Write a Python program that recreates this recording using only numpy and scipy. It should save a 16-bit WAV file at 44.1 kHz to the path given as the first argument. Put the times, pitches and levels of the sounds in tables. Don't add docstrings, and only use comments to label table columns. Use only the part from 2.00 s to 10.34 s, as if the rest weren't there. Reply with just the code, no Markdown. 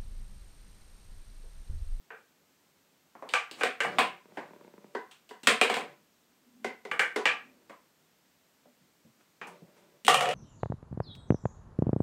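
import sys
import numpy as np
from scipy import signal
from scipy.fft import rfft, irfft
from scipy.io import wavfile

SR = 44100
rng = np.random.default_rng(int(sys.argv[2]) if len(sys.argv) > 2 else 0)


def to_wav(sig):
    pcm = np.clip(np.atleast_2d(sig), -1, 1) * 32767
    pcm = np.round(pcm).astype(np.int16)
    wavfile.write(sys.argv[1], SR, pcm.T)


N = 367792
AGE = np.arange(SR * 2 // 5) / SR


def from_db(db):
    return 10 ** (np.asarray(db) / 20)


def unit(x):
    return x / np.sqrt(np.sum(x ** 2) + 1e-30)


def at_hz(points, hz):
    f, value = np.transpose(points)
    return np.interp(np.log(np.maximum(hz, 1)), np.log(f), value)


def cut(x, hz, kind):
    return signal.sosfilt(signal.butter(2, hz, kind, fs=SR, output="sos"), x)


def equalise(x, curve, size=4096):
    cepstrum = irfft(np.log(from_db(at_hz(curve, np.fft.rfftfreq(size, 1 / SR)))))
    cepstrum[1:size // 2] *= 2
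    cepstrum[size // 2 + 1:] = 0
    return signal.fftconvolve(x, irfft(np.exp(rfft(cepstrum))))[:len(x)]


def add(track, s, sound):
    at = round(s * SR)
    track[at:at + len(sound)] += sound[:max(N - at, 0)]


def swells(rows, rise_db_per_s, fall_db_per_s):
    t = np.arange(N) / SR
    return sum(from_db(db - np.maximum(rise_db_per_s * (s - t), fall_db_per_s * (t - s)))
               for s, db in rows)


# f/Hz, level/dB
HUSH_EQ = [(25, -14.5), (80, -5), (115, -8), (160, 0.5), (280, -1.5), (400, -4), (800, -8), (2800, -12),
           (5000, -14.5), (8300, -15.5), (10000, -23), (12500, -16.5), (15500, -20)]
def room_tone(level_db=-68):
    return from_db(level_db) * np.sqrt(N) * unit(equalise(rng.standard_normal(N), HUSH_EQ))


# f/Hz, T60/s
ROOM_DECAY = [(120, 0.3), (320, 0.21), (800, 0.3), (2200, 0.31), (5800, 0.24), (13000, 0.22)]
def reflections(build_s=0.0072):
    tail = 0
    for hz in 125 * 2. 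** np.arange(8):
        edges = hz / np.sqrt(2), min(hz * np.sqrt(2), SR / 2 - 1000)
        fade = (1 - np.exp(-AGE / build_s)) * from_db(-60 * AGE / at_hz(ROOM_DECAY, hz))
        tail += cut(rng.standard_normal(len(AGE)), edges, "band") * fade
    return unit(tail)


def ringing(modes, spread_db=2):
    hz, width, db = np.transpose(modes)[:, :, None]
    strength = width * from_db(db + spread_db * rng.standard_normal(hz.shape))
    strength *= rng.choice([-1, 1], hz.shape)
    return unit(np.sum(strength * np.exp(-np.pi * width * AGE) * np.cos(2 * np.pi * hz * AGE), axis=0))


def voiced(sound, levels_db, crossovers_hz=(330, 750, 1400, 3800)):
    out = 0
    for hz, db in zip(crossovers_hz + (None,), levels_db):
        band = sound
        if hz:
            band = cut(cut(sound, hz, "low"), hz, "low")
            sound = cut(cut(sound, hz, "high"), hz, "high")
        out += band * from_db(db) / np.sqrt(np.mean(band[:SR // 20] ** 2))
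    return out


def blows(hits, modes, eq, ring_db, scatter_db, scatter_s, wet_db, gain_db, ping_db=-13, ping_q=10):
    out, click = np.zeros(N), signal.unit_impulse(len(AGE))
    scatter_fade = (1 - np.exp(-AGE / 0.0018)) * np.exp(-AGE / scatter_s)
    for s, db, click_db, ping_hz, boom, wood, knock, edge in hits:
        scatter = unit(rng.standard_normal(len(AGE)) * scatter_fade)
        room = from_db(wet_db) * reflections()
        crack = from_db(click_db) * click + from_db(scatter_db) * scatter + room
        ring = signal.fftconvolve(ringing(modes), click + from_db(-3) * room)[:len(AGE)]
        ping = signal.lfilter(*signal.iirpeak(ping_hz, ping_q, fs=SR), crack)
        sound = unit(equalise(crack, eq)) + from_db(ring_db) * unit(ring) + from_db(ping_db) * unit(ping)
        add(out, s, voiced(sound, db + np.array([boom, wood, knock, 0, edge])))
    return from_db(gain_db) * out


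# f/Hz, level/dB
FUR_EQ = [(80, -14.5), (300, 4), (1000, 1.5), (2800, -3), (4500, -12), (8300, -11), (15000, -32)]
# t/s, level/dB
PAW_SWEEPS = [(1.335, -47.5), (1.61, -42), (2.36, -61), (2.945, -67), (4.64, -68), (7.21, -65.5),
              (7.78, -62)]
def fur_brushing():
    hiss = np.sqrt(N) * unit(equalise(rng.standard_normal(N), FUR_EQ))
    return swells(PAW_SWEEPS, rise_db_per_s=388, fall_db_per_s=266.5) * hiss


# f/Hz, width/Hz, level/dB
CABINET_RING = [(151.1, 22.4, -9), (233, 14, -5), (554, 29, -10)]
# f/Hz, level/dB
CABINET_EQ = [(70, -27), (150, -4), (300, -14), (700, -19.5), (1500, -26), (15000, -40)]
# t/s, level/dB, click/dB, ping/Hz, boom/dB, wood/dB, knock/dB, edge/dB
PAW_HITS = [(6.655, -90, -6, 247, 18, 28.3, 20, 4), (6.81, -87, -6, 178, 21, 2, -6, -2),
            (7.048, -85.5, -8, 228, 26, 18.4, -3, -1), (7.62, -85, 0, 175, 31, 26.7, 5, -2)]
def paw_thuds():
    return blows(PAW_HITS, CABINET_RING, CABINET_EQ, ring_db=-2, scatter_db=0, scatter_s=0.0082,
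                 wet_db=-0.5, gain_db=-1.5, ping_db=3, ping_q=16)


# f/Hz, level/dB
RUMBLE_EQ = [(60, -27.5), (140, -1), (260, 3), (480, 4), (800, -8), (1300, -13), (2600, -17.5),
             (4500, -23.5), (15000, -43)]
# t/s, length/s, level/dB
BALL_RUNS = [(1.82, 0.22, -41.5), (2.24, 0.13, -62.5), (2.366, 0.61, -58), (3.72, 0.16, -51),
             (4.847, 0.93, -60.5), (7.418, 0.14, -55.5), (7.651, 0.31, -62.5), (8.077, 0.29, -48)]
# t/s, level/dB
HUM_PEAKS = [(4.65, -54), (5.5, -61.5)]
def rolling(jolts_per_s=900, spread_db=3, speed_up_s=0.058, friction_db_per_s=12.5, stop_db_per_s=133):
    jolts = (rng.random(N) < jolts_per_s / SR) * rng.standard_normal(N)
    jolts *= from_db(spread_db * rng.standard_normal(N))
    rumble = equalise(signal.fftconvolve(jolts, reflections())[:N], RUMBLE_EQ)
    hum = cut(jolts, hz=(227, 263), kind="band")
    roll = np.zeros(N)
    for s, length_s, db in BALL_RUNS:
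        age = np.maximum(np.arange(N) / SR - s, 0)
        loss_db = friction_db_per_s * age + stop_db_per_s * np.maximum(age - length_s, 0)
        roll += np.minimum(age / speed_up_s, 1) * from_db(db - loss_db)
    creep = swells(HUM_PEAKS, rise_db_per_s=81, fall_db_per_s=137.5)
    return np.sqrt(N) * (roll * unit(rumble) + creep * unit(hum))


# f/Hz, width/Hz, level/dB
BUMP_RING = [(390, 94, 3.5), (944, 100, -3)]
# f/Hz, level/dB
BUMP_EQ = [(80, -35), (200, 14), (400, -7), (1000, -11), (2300, -10), (4000, -36), (15000, -62)]
# t/s, level/dB
BUMP_HITS = [(2.257, -46.5), (2.322, -49.5), (2.508, -48), (2.535, -46), (2.562, -49.5), (2.611, -47.5),
             (2.648, -47.5), (2.679, -46.5), (2.739, -48), (2.78, -47), (2.844, -46)]
def rolling_bumps(gain_db=4, wet_db=-12, ring_db=3, soft_hz=1800):
    out, click = np.zeros(N), signal.unit_impulse(len(AGE))
    for s, db in BUMP_HITS:
        ring = cut(ringing(BUMP_RING), soft_hz, "low")
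        jolt = unit(equalise(click, BUMP_EQ)) + from_db(ring_db) * ring
        swing = signal.fftconvolve(jolt, click + from_db(wet_db) * reflections())
        add(out, s, from_db(db + gain_db) * swing / np.abs(swing).max())
    return out


# f/Hz, width/Hz, level/dB
CLAW_RING = [(2900, 120, -2.5), (4457, 130, -1.5), (5700, 120, -7), (8200, 300, -3.5)]
# f/Hz, level/dB
CLAW_EQ = [(100, -19.5), (250, 0.5), (1000, -8), (1900, -7.5), (3000, 1.5), (5500, -7.5), (8500, 0),
           (10500, -12), (15000, -14)]
# t/s, level/dB, click/dB, ping/Hz, boom/dB, wood/dB, knock/dB, edge/dB
CLAW_HITS = [(1.2905, -43.5, -2, 3700, -34, -8, -27, -12.5),
             (1.5126, -44.5, 0.5, 3950, -11.5, -6.5, -9, -6.5),
             (1.835, -42.5, -8, 2900, -18.5, -8, -6.5, -7),
             (1.9912, -30, 2.5, 2900, -18.5, -20, -4.5, -7.5), (3.1117, -53, -14, 2840, -28, -31.5, -8, -7),
             (3.2916, -54.5, -7.5, 2980, -23.5, -4.5, -6.5, -5.5),
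             (3.433, -47.5, -5.5, 2698, -3, -7, -5, -3.5), (8.0491, -39, -1.5, 8300, -5, -11, -16.5, -4.5),
             (8.0672, -38, 7, 8000, -19, -9, -31.5, -4)]
def claw_ticks():
    return blows(CLAW_HITS, CLAW_RING, CLAW_EQ, ring_db=-7, scatter_db=-1.5, scatter_s=0.0039,
                 wet_db=2, gain_db=-5.5)


# f/Hz, width/Hz, level/dB
BED_RING = [(238, 25, -8.5), (420, 24.6, 1), (750, 21, -1), (970, 20, -2), (1510, 72, -9.5), (2035, 56, -7)]
# f/Hz, level/dB
BED_EQ = [(120, -44), (204, -10.5), (319, -10), (407, -2.5), (598, -14), (899, -12.5), (995, -3.5),
          (1220, -15), (1990, -12), (2240, -22), (7920, -29.5), (15500, -51)]
# t/s, level/dB, click/dB, ping/Hz, boom/dB, wood/dB, knock/dB, edge/dB
BED_HITS = [(2.9488, -41.5, -20, 970, -5, 7.6, 6, -20), (3.3085, -55, -10, 975, -0.5, 9, 8, -14.5),
            (4.6445, -36.5, -8, 1990, -7.5, 4, -1, -14), (4.8517, -47.5, 0, 1980, -9.5, 5.9, 0, -14),
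            (5.1602, -34, -11, 2040, -11.5, 5.5, -0.5, -11.5)]
def bed_taps():
    return blows(BED_HITS, BED_RING, BED_EQ, ring_db=-2, scatter_db=1.5, scatter_s=0.005,
                 wet_db=1, gain_db=-3.5, ping_db=-7, ping_q=23)


# f/Hz, width/Hz, level/dB
RAIL_RING = [(447, 45, 0.5), (753, 50, 2.5), (1003, 70, -3), (1536, 21, -8.5), (1940, 96, -7),
             (2460, 83, -8.5), (3280, 60, -6.5)]
# f/Hz, level/dB
CUSHION_EQ = [(100, -18), (220, 0.5), (450, -4), (1000, -3.5), (1500, -17), (2200, -15.5), (3500, -32),
              (8000, -26), (15000, -41)]
# t/s, level/dB, click/dB, ping/Hz, boom/dB, wood/dB, knock/dB, edge/dB
CUSHION_HITS = [(1.152, -64, -2, 1020, 1, 5.9, 11.3, -30), (1.2238, -59.5, -4.5, 940, -10, 14.5, 14.8, -17),
                (2.372, -44, -8, 1440, -9, 3.7, 2.7, -24), (5.6964, -54, -8, 970, -10, 2, 1.8, -17),
                (7.4714, -63.5, -6, 1440, -6, 4.2, 13, 3)]
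# f/Hz, level/dB
RAIL_EQ = [(70, -53.5), (110, -28), (170, -19.5), (238, 0), (340, -10), (467, 4), (590, -10.5), (742, -2.5),
           (898, -15), (1160, -14.5), (2420, -4), (3300, -10.5), (4200, -16.5), (5900, -25.5), (8400, -19),
           (10500, -34), (15500, -40.5)]
# t/s, level/dB, click/dB, ping/Hz, boom/dB, wood/dB, knock/dB, edge/dB
RAIL_HITS = [(1.6346, -31, 1.5, 2330, -12.5, -1, 2, -10), (1.8472, -52, -12, 750, 0, 6, 19.5, -16),
             (1.985, -25.5, -4, 1030, -14, -8.5, 2, -19.5), (3.4715, -22.5, -2, 3100, -15, -8.5, -1, -5),
             (3.6134, -23, 0.5, 2370, -19.5, -5.5, -2.5, -10.5),
             (3.697, -34.5, -12.5, 745, -9, 0, 3.5, -10), (3.7417, -35.5, -0.5, 2180, -36, -10.5, -2, -9),
             (3.7681, -46, 0, 1930, -0.5, 7, 11, -2.5)]
def rail_knocks():
    nudges = blows(CUSHION_HITS, RAIL_RING, CUSHION_EQ, ring_db=-19.5, scatter_db=-3, scatter_s=0.009,
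                   wet_db=-1, gain_db=-2)
    knocks = blows(RAIL_HITS, RAIL_RING, RAIL_EQ, ring_db=-7.5, scatter_db=0, scatter_s=0.0036,
                   wet_db=3, gain_db=-1, ping_db=-12.5)
    return nudges + knocks


# f/Hz, width/Hz, level/dB
POCKET_RING = [(528, 33, -4), (563, 18, -1), (726, 12, 7), (1160, 150, -7), (1303, 15, -6),
               (1840, 110, -10), (2360, 57, -11), (2929, 16, -1), (3215, 55, -9)]
# f/Hz, level/dB
POCKET_EQ = [(59, -55), (100, -30), (140, -6), (347, -20.5), (519, 0), (660, -11.5), (735, 4), (879, -12.5),
             (1310, -10.5), (1550, -20), (2990, -21.5), (4280, -24), (8410, -15), (15500, -36)]
# t/s, level/dB, click/dB, ping/Hz, boom/dB, wood/dB, knock/dB, edge/dB
POCKET_HITS = [(8.0802, -22.5, -13, 2830, -22, -2.5, 1.5, -11.5),
               (8.143, -27, -2, 2900, -21, -10, -1, -11.5), (8.2087, -34, -4, 735, -14, 1.5, 4, -11),
               (8.2562, -37.5, -6, 2490, -13, 5.5, 1.5, -22), (8.2888, -38.5, -7, 2420, -24, 4, -10, -14),
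               (8.31, -41, -13, 2540, -13, 1, -3, -22)]
def pocket_bounces():
    return blows(POCKET_HITS, POCKET_RING, POCKET_EQ, ring_db=-3.5, scatter_db=0, scatter_s=0.0023,
                 wet_db=2, gain_db=0)


# f/Hz, width/Hz, level/dB
CLACK_RING = [(465, 50, 0.5), (682, 25, -11.5), (1179, 13, 4), (1560, 91, 2.5), (1730, 19, -9.5),
              (1884, 35, -5), (2365, 160, 2), (2937, 17, 0.5)]
# f/Hz, level/dB
CLACK_EQ = [(70, -57), (130, -26.5), (380, -8.5), (490, 3.5), (620, -12.5), (760, -3.5), (1000, -11),
            (1250, -7.5), (2400, -5.5), (3000, -8), (3700, -18), (5500, -21), (8300, -20), (10500, -36.5),
            (15500, -49.5)]
# t/s, level/dB, click/dB, ping/Hz, boom/dB, wood/dB, knock/dB, edge/dB
CLACK_HITS = [(0.1045, -54.5, -4, 1670, -18, 0.5, 8, -40), (1.3376, -27.5, 4, 2200, -25.5, -17, 0, -12),
              (1.6103, -34.5, -5, 1510, -28, -4.5, 1.5, -26), (1.8043, -29.5, 2, 2600, -23, -8.5, -4, -16),
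              (4.9134, -34, -8, 1670, -15.5, -11, -2.5, -23.5),
              (4.9939, -24.5, 0, 1750, -22.5, -13.5, -6, -17.5), (5.2554, -23, 0, 1667, -20, -14, -6, -19),
              (7.414, -46.5, -6, 1845, -2.5, -10, 2.5, -20)]
def ball_clacks():
    return blows(CLACK_HITS, CLACK_RING, CLACK_EQ, ring_db=-1, scatter_db=4, scatter_s=0.0049,
                 wet_db=5.5, gain_db=-1)


def scene():
    balls = ball_clacks() + rail_knocks() + bed_taps() + pocket_bounces() + rolling_bumps() + rolling()
    cat = claw_ticks() + paw_thuds() + fur_brushing()
    return (balls + cat + room_tone())[None]


def record(dry, bass_hz=85, top_hz=15700):
    steep_lowpass = signal.ellip(10, .2, 80, top_hz, fs=SR, output="sos")
    return signal.sosfilt(steep_lowpass, cut(dry, bass_hz, "high"))


dry = scene()
out = record(dry)
to_wav(out)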